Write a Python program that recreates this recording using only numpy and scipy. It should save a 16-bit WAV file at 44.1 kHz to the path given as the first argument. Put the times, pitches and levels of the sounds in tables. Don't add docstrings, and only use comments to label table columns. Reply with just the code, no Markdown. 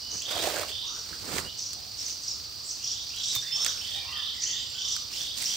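import sys
import numpy as np
from scipy import signal
from scipy.fft import rfft, irfft
from scipy.io import wavfile
from scipy.ndimage import uniform_filter1d

SR = 44100
rng = np.random.default_rng(int(sys.argv[2]) if len(sys.argv) > 2 else 0)


def wav_record(signal):
    frames = np.transpose(np.atleast_2d(signal))
    bounded = np.clip(frames, -1, 1)
    quanta = np.round(bounded * 32767).astype(np.int16)
    wavfile.write(sys.argv[1], SR, quanta)


N = 245405
TIME, BINS = np.arange(N) / SR, np.fft.rfftfreq(N, 1 / SR)

# f/Hz, level/dB
SHOVE_COLOUR = [(40, -29), (90, -7), (170, -14), (235, -17), (315, -3), (470, -3), (590, 2.5), (830, -5),
                (1300, -7), (2400, -6.5), (4500, -9), (8700, -10.5), (10300, -21.5), (14000, -15)]
TREAD_COLOUR = [(40, -13), (80, 2), (150, 2.5), (240, -0.5), (340, 2.5), (470, 2), (650, -5), (1100, -4),
                (1900, -6.5), (3000, -10), (5000, -13), (8500, -7), (10300, -23.5), (15500, -15)]
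LEAF_COLOUR = [(150, 2), (600, -1.5), (1200, -1.5), (2200, 6.5), (4500, 15), (7000, 10.5), (8800, 8),
               (10300, -9), (12000, 0), (15500, 3.5)]
INSECT_COLOUR = [(2200, -32.5), (2900, -15), (3400, -41), (3950, -12), (4400, 1.5), (4900, 4), (5250, -3),
                 (5500, -6.5), (5850, -4), (6200, -18), (8000, -31), (10000, -58)]
AIR_COLOUR = [(20, -41), (40, -7), (60, 3.5), (95, 3), (160, -7), (300, -9.5), (700, -14), (1300, -13),
              (2100, -25.5), (4500, 1), (8300, -31), (10300, -28), (12500, -26), (15500, -13)]
# t/s, hold/s, level/dB
FOOT_SHOVES = [(.315, 0.085, -37.5), (.435, 0.077, -35.5), (.565, 0.041, -35.5)]
FOOT_TREADS = [(.15, .01, -47.5), (.99, 0.0089, -52), (1.11, .02, -50), (1.285, .06, -40),
               (1.368, 0.023, -33), (1.452, 0.011, -44)]
LEAF_STROKES = [(.43, 0.045, -49), (.69, 0.0084, -51.5), (1.05, 0.27, -60), (1.335, 0.049, -49),
                (2.01, 0.097, -54.5), (2.2, 0.25, -68), (2.6, 0.41, -67), (3.16, 0.37, -59),
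                (3.347, 0.011, -46.5), (3.55, 0.43, -55.5), (3.648, 0.014, -47), (4.48, .015, -71),
                (4.88, 0.11, -57), (5.13, 0.13, -51.5), (5.385, .165, -47)]
# t/s, crack level/dB, decay/s, ring f/Hz, ring level/dB, ring left trim/dB
STEM_SNAPS = [(0.2202, -32, 0.0018, 7400, -25, -8), (0.3094, -30, 0.0057, 1170, -30.5, 0),
              (.364, -38, 0.0032, 700, -21.5, 0), (.440, -26, 0.0029, 590, -16, 3),
              (.473, -28, 0.0021, 603, -9.5, -1), (.563, -36, 0.0056, 1450, -25, -4),
              (.631, -32, 0.003, 1110, -20.5, -2), (0.702, -33, 0.0033, 504, -30.5, 0),
              (1.128, -44, 0.015, 1560, -36.5, -8), (1.38, -30, 0.0033, 353, -21.5, 0),
              (1.383, -24.5, 0.0026, 1910, -19, -8), (1.732, -31, 0.0036, 7750, -29, -10),
              (3.161, -33, 0.0012, 8000, -34, 0), (3.351, -25, 0.0056, 15170, -20.5, -9),
              (3.361, -27, 0.0033, 1000, -28, -3), (3.361, -50, .008, 117, -30.5, 2),
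              (3.647, -19, 0.00077, 7300, -9, -16), (3.6635, -18, 0.003, 1860, -22, -4),
              (4.178, -43, .001, 11000, -36, -5), (4.7, -39, .002, 8160, -43, -2),
              (4.965, -23, 0.0016, 1410, -23.5, -4), (5.376, -37, .008, 8295, -31, -13),
              (5.423, -29, .003, 8350, -22, -14), (5.426, -28, 0.0027, 1940, -34, -5)]
# t/s, length/s, tick count, first level/dB, last level/dB, f/Hz
TICK_RUNS = [(.1136, 0.087, 4, -25.5, -27.5, 6080), (0.877, 0.11, 4, -27.5, -28.5, 5590),
             (1.5896, 0.071, 3, -24.5, -25.5, 5670), (1.988, 0.025, 2, -26, -25.5, 5550),
             (2.062, 0.044, 2, -22, -25.5, 5870), (2.234, .0451, 2, -29.5, -22.5, 5670),
             (2.3118, 0, 1, -24, -26, 5360), (2.688, 0.02, 2, -27.5, -23, 5900),
             (2.8407, .0724, 3, -22.5, -21, 5610), (3.015, 0.17, 3, -31.5, -28.5, 5620),
             (3.2333, 0.08, 4, -23.5, -23, 5560), (3.4222, 0, 1, -27.5, -28, 5870),
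             (3.566, .1146, 3, -24, -19, 5920), (4.4194, 0.016, 2, -22.5, -18.5, 5940),
             (4.4756, .0342, 2, -23.5, -22.5, 6360), (4.791, 0.13, 5, -29.5, -19, 5680),
             (5.132, 0.081, 3, -29, -26.5, 5590), (5.455, 0.079, 3, -18.5, -25.5, 5930)]
# t/s, length/s, level/dB
SEEP_CUES = [(2.21, 0.048, -49), (2.63, 0.066, -43.5), (3.233, 0.085, -43)]
# t/s, length/s, level/dB, target f/Hz
CHURR_CUES = [(0.193, .21, -32, 3966), (0.657, .22, -33, 3900), (2.803, 0.21, -37.5, 3856),
              (3.11, .2, -34, 3887), (3.493, .2, -32.5, 3846), (3.784, .2, -33, 3810),
              (4.097, .21, -31.5, 3860), (4.434, .19, -31.5, 3850), (4.721, .21, -33, 3860),
              (5.111, .21, -34, 3880), (5.442, 0.083, -33.5, 3813)]
# t/s, length/s, level/dB, first f/Hz, middle f/Hz, last f/Hz
WHISTLE_CUES = [(.01, 0.13, -53, 2950, 2980, 2946), (1.445, 0.04, -45, 2800, 2875, 3000),
                (1.471, 0.039, -42, 2900, 3230, 4120), (3.147, 0.21, -38, 3950, 3883, 3833),
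                (3.341, 0.069, -31, 3780, 3580, 3690), (3.438, 0.124, -35.5, 3580, 3554, 3540),
                (3.506, 0.077, -28, 5170, 5340, 5410), (3.6, 0.048, -23.5, 5380, 5375, 5200),
                (3.767, 0.055, -37.5, 5390, 5420, 5440), (3.939, 0.11, -53, 2320, 2436, 2150),
                (4.073, .14, -52.5, 2130, 1852, 1690), (4.072, 0.044, -46, 2750, 2740, 2940),
                (4.334, 0.04, -52, 7550, 7230, 7360), (4.474, 0.15, -49, 7600, 7330, 7430),
                (4.68, 0.084, -50.5, 7500, 7240, 6970)]
# t/s, length/s, level/dB, first f/Hz, last f/Hz
FAR_CALL_CUES = [(0.827, 0.15, -53, 938, 1454), (1.758, 0.032, -55.5, 700, 753),
                 (2.146, 0.57, -66, 1340, 1186), (3.128, 0.087, -63, 1380, 1640),
                 (3.42, .073, -50, 1642, 2177), (3.553, .16, -50, 954, 1613),
                 (3.56, 0.074, -55.5, 648, 520), (3.857, 0.17, -56, 1956, 1773),
                 (3.932, 0.05, -53.5, 662, 789), (4.042, .15, -50, 997, 1278),
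                 (4.329, 0.25, -52.5, 1987, 1957), (4.725, .087, -60.5, 1450, 1600),
                 (4.827, 0.21, -58.5, 1112, 1203)]
# t/s, level/dB
INSECT_RIDE = [(0, -41), (1, -43), (1.8, -44), (2.4, -41.5), (2.6, -43.5), (3.3, -40.5), (3.8, -42),
               (4.2, -40), (4.7, -41.5), (5.1, -41.5), (5.56, -42.5)]
# f/Hz, left minus right level/dB
PAN_CURVE = [(60, -11), (400, -9), (1000, -9), (2400, -5), (4400, -3), (8100, -11), (12000, -5),
             (15000, -5)]
# f/Hz, correlation/(0-1)
NEAR_LIKENESS = [(60, 0.95), (600, 1), (2000, 0.3), (5000, 0.45), (9000, 0.06), (15000, 0.18)]
AIR_LIKENESS = [(60, 0.59), (300, 0.37), (700, 0.56), (1400, 0.16), (3000, 0.49), (7000, 0.24),
                (15000, 0.39)]
INSECT_LIKENESS = [(3000, 0.93), (7000, 0.68)]


def gain_of(db):
    return 10 ** (np.asarray(db) / 20)


def curve(points):
    hz, value = np.transpose(points)
    return np.interp(np.log(BINS + 1), np.log(hz + 1), value)


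def add(mix, s, sound):
    part = mix[..., max(round(s * SR), 0):][..., :sound.shape[-1]]
    part += sound[..., :part.shape[-1]]


def stereo(two, colour, likeness):
    right, other = rfft(two) * gain_of(curve(colour))
    shared = np.clip(curve(likeness), 0, 1)
    left = shared * right + np.sqrt(1 - shared ** 2) * other
    return irfft(np.array([left, right]), N)


def pan_right(x):
    ratio = gain_of(curve(PAN_CURVE))
    return irfft(rfft(x) * np.array([ratio, np.ones_like(ratio)]) * 2 / (1 + ratio), N)


def normalise(x, low_hz, high_hz):
    inside = irfft(rfft(x.mean(0)) * ((BINS > low_hz) & (BINS < high_hz)), N)
    return x / (inside.std() + 1e-12)


def swells(moves, attack_s, release_s):
    power = np.zeros(N)
    for s, hold, db in moves:
        away = np.maximum((s - TIME) / attack_s, 0) + np.maximum((TIME - s - hold) / release_s, 0)
        power += gain_of(db - 20 * np.minimum(away, 10)) ** 2
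    return np.sqrt(power)


def fractures(per_s, spread_db, rub, decay_s=.0005):
    size = gain_of(spread_db * np.minimum(rng.exponential(1, N), 4)) * (rng.random(N) < per_s / SR)
    power = signal.lfilter([1], [1, -np.exp(-1 / (decay_s * SR))], size ** 2)
    return np.sqrt(power / power.mean() + rub ** 2) * rng.standard_normal((2, N))


def footsteps():
    sliding, pressing = (fractures(per_s=1100, spread_db=2.5, rub=.7) for _ in range(2))
    shove = normalise(stereo(sliding, SHOVE_COLOUR, NEAR_LIKENESS), 300, 2400)
    tread = normalise(stereo(pressing, TREAD_COLOUR, NEAR_LIKENESS), 100, 2400)
    shove *= swells(FOOT_SHOVES, attack_s=0.075, release_s=0.13)
    tread *= swells(FOOT_TREADS, attack_s=0.11, release_s=0.051)
    return gain_of(-1) * (shove + tread)


def leaves():
    crackle = fractures(per_s=600, spread_db=3, rub=.8)
    stir = fractures(per_s=150, spread_db=0.5, rub=1.36)
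    crackle, stir = (normalise(stereo(x, LEAF_COLOUR, NEAR_LIKENESS), 11000, 15500)
                     for x in (crackle, stir))
    strokes = swells(LEAF_STROKES, attack_s=0.06, release_s=0.074)
    return gain_of(-3) * (strokes * crackle + gain_of(-60.5) * stir)


def stem_snaps(ring_q=3.6, ring_stretch=1.74):
    t = np.arange(SR // 10) / SR
    cracks, rings = np.zeros((2, 2, N))
    for s, crack_db, decay, hz, ring_db, left_db in STEM_SNAPS:
        add(cracks, s, gain_of(crack_db) * np.exp(-t / decay) * rng.standard_normal((2, len(t))))
        band = np.minimum(hz * np.exp(np.array([-.5, .5]) / ring_q), SR * .49)
        resonance = signal.butter(2, band, "band", fs=SR)
        body = signal.lfilter(*resonance, rng.standard_normal(2 * len(t)))[len(t):]
        ring = body / body.std() * np.exp(-t / (ring_stretch * decay)) * (1 - np.exp(-t * hz))
        add(rings, s, gain_of([[ring_db + left_db], [ring_db]]) * ring)
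    return gain_of(-7) * stereo(cracks, LEAF_COLOUR, NEAR_LIKENESS) + gain_of(-6) * rings


def bird_note(length, first_hz, middle_hz, last_hz, taper, waver):
    u = np.linspace(0, 1, max(int(length * SR), 16))
    glide = np.polyval(np.polyfit([0, .5, 1], [first_hz, middle_hz, last_hz], 2), u)
    jitter = uniform_filter1d(rng.standard_normal(SR), size=70)
    hz = glide * (1 + waver * jitter[:len(u)] / jitter.std())
    return np.sin(2 * np.pi * np.cumsum(hz) / SR) * signal.windows.tukey(len(u), taper)


def tick_cues(slowing=1.18, detune=0.0473):
    for start, length, count, first_db, last_db, hz in TICK_RUNS:
        for u in np.linspace(0, 1, round(count)):
            db = first_db + (last_db - first_db) * u
            yield start + length * u ** slowing, db, hz * (1 + detune * rng.uniform(-0.97, 1))


def ticking_bird(lisp_lead_s=.026):
    ticks, lisps = np.zeros((2, N))
    for s, db, hz in tick_cues():
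        flick = bird_note(0.0101, .87 * hz, 1.03 * hz, .8 * hz, taper=.8, waver=.03)
        flick *= np.linspace(.5, 1.3, len(flick))
        add(ticks, s - .002, gain_of(db) * flick)
        lisp = bird_note(0.0341, 5400, 6000, 5100, taper=0.3, waver=.14)
        add(lisps, s - lisp_lead_s, gain_of(db - 8) * lisp)
    for s, length, db in SEEP_CUES:
        seep = bird_note(length, 6330, 7960, 6960, taper=0.21, waver=0.056)
        add(lisps, s, gain_of(db + 6) * seep)
    echo = forest_echo(ticks + lisps, t60=0.46, build_s=0.0005, likeness=0.61)
    return gain_of(-3.5) * ticks + gain_of(-2) * echo


def churring_bird(step_s=.033, climb=.24, climb_s=0.0497, swell_s=0.023):
    song = np.zeros(N)
    for s, length, db, target_hz in CHURR_CUES:
        chance = rng.standard_normal((12, 3))
        for delay, (late, accent_db, detune) in zip(np.arange(0, length, step_s), chance):
            hz = target_hz * (1 - climb * np.exp(-delay / climb_s)) * (1 + .012 * detune)
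            swell = 1 - 0.75 * np.exp(-delay / swell_s)
            upsweep = bird_note(0.0215, .73 * hz, .95 * hz, .95 * hz, taper=.4, waver=.04)
            add(song, s - .01 + delay + 0.0023 * late, gain_of(db + accent_db) * swell * upsweep)
    return gain_of(-4) * song + gain_of(3) * forest_echo(song, t60=0.63, build_s=0.0016, likeness=0.41)


def whistling_birds(far_db=-50.5, flutter_db=2.0):
    direct, send = np.zeros((2, N))
    for s, length, db, *pitches_hz in WHISTLE_CUES:
        nearer_db = db - far_db
        waver = .014 * gain_of(-2 * nearer_db)
        tone = gain_of(db) * bird_note(length, *pitches_hz, taper=.35, waver=waver)
        add(direct, s, tone)
        add(send, s, gain_of(4.5 - .5 * nearer_db) * tone)
    drift = uniform_filter1d(uniform_filter1d(rng.standard_normal(N), size=350), size=150)
    flutter = gain_of(flutter_db * drift / drift.std())
    flutter /= np.sqrt(np.mean(flutter ** 2))
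    return pan_right(direct * flutter + forest_echo(send, t60=.65, build_s=.006, likeness=.6))


def far_birds(hoarse_hz=115):
    song = np.zeros(N)
    for s, length, db, first_hz, last_hz in FAR_CALL_CUES:
        middle_hz = (first_hz + last_hz) / 2
        slur = bird_note(length, first_hz, middle_hz, last_hz, taper=0.13, waver=hoarse_hz / middle_hz)
        add(song, s, gain_of(db) * slur)
    echo = forest_echo(song, t60=0.58, build_s=0.0087, likeness=0.53)
    return pan_right(gain_of(-1) * song + gain_of(4) * echo)


def forest_echo(x, t60, build_s, likeness, density=.08):
    t = np.arange(SR) / SR
    taps = rng.standard_normal((2, SR)) * (rng.random(SR) < density)
    taps *= gain_of(-60 * t / t60) * (1 - np.exp(-t / build_s))
    taps[1] = likeness * taps[0] + np.sqrt(1 - likeness ** 2) * taps[1]
    taps /= np.linalg.norm(taps, axis=1, keepdims=True)
    return signal.fftconvolve(x[None], taps, axes=1)[:, :N]


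def insects(line_hz=5720, line_width_hz=130):
    drift = uniform_filter1d(rng.standard_normal(N), size=900)
    shimmer = rng.standard_normal((2, N)) * gain_of(drift / drift.std())
    chorus = normalise(stereo(shimmer, INSECT_COLOUR, INSECT_LIKENESS), 4200, 5000)
    line = irfft(rfft(rng.standard_normal(N)) * np.exp(-((BINS - line_hz) / line_width_hz) ** 2), N)
    ride_db = np.interp(TIME, *np.transpose(INSECT_RIDE), left=-120, right=-120)
    return gain_of(ride_db - 1) * (chorus + gain_of(-13) * line / line.std())


def stray_fibres(per_s=6, spread_db=3, decay_s=0.00052):
    size = gain_of(-54 + spread_db * np.minimum(rng.exponential(1, N), 2))
    breaks = size * (rng.random(N) < per_s / SR)
    envelope = signal.lfilter([1], [1, -np.exp(-1 / (decay_s * SR))], breaks)
    return stereo(envelope * rng.standard_normal((2, N)), LEAF_COLOUR, NEAR_LIKENESS)


def open_air():
    bed = stereo(rng.standard_normal((2, N)), AIR_COLOUR, AIR_LIKENESS)
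    return gain_of(-55.5) * normalise(bed, 40, 900)


def scene():
    ahead = ticking_bird() * gain_of([[-1], [1]])
    ahead += churring_bird() * gain_of([[-3], [1.2]])
    ahead += insects() * gain_of([[-1.7], [1.4]])
    wildlife = ahead + whistling_birds() + far_birds()
    return wildlife + pan_right(footsteps() + leaves() + stray_fibres() + stem_snaps() + open_air())


def record(dry):
    high_cut = signal.firwin(511, 15750, window=("kaiser", 9), fs=SR)
    return signal.oaconvolve(dry, high_cut[None], "same")


dry = scene()
out = record(dry)
wav_record(out)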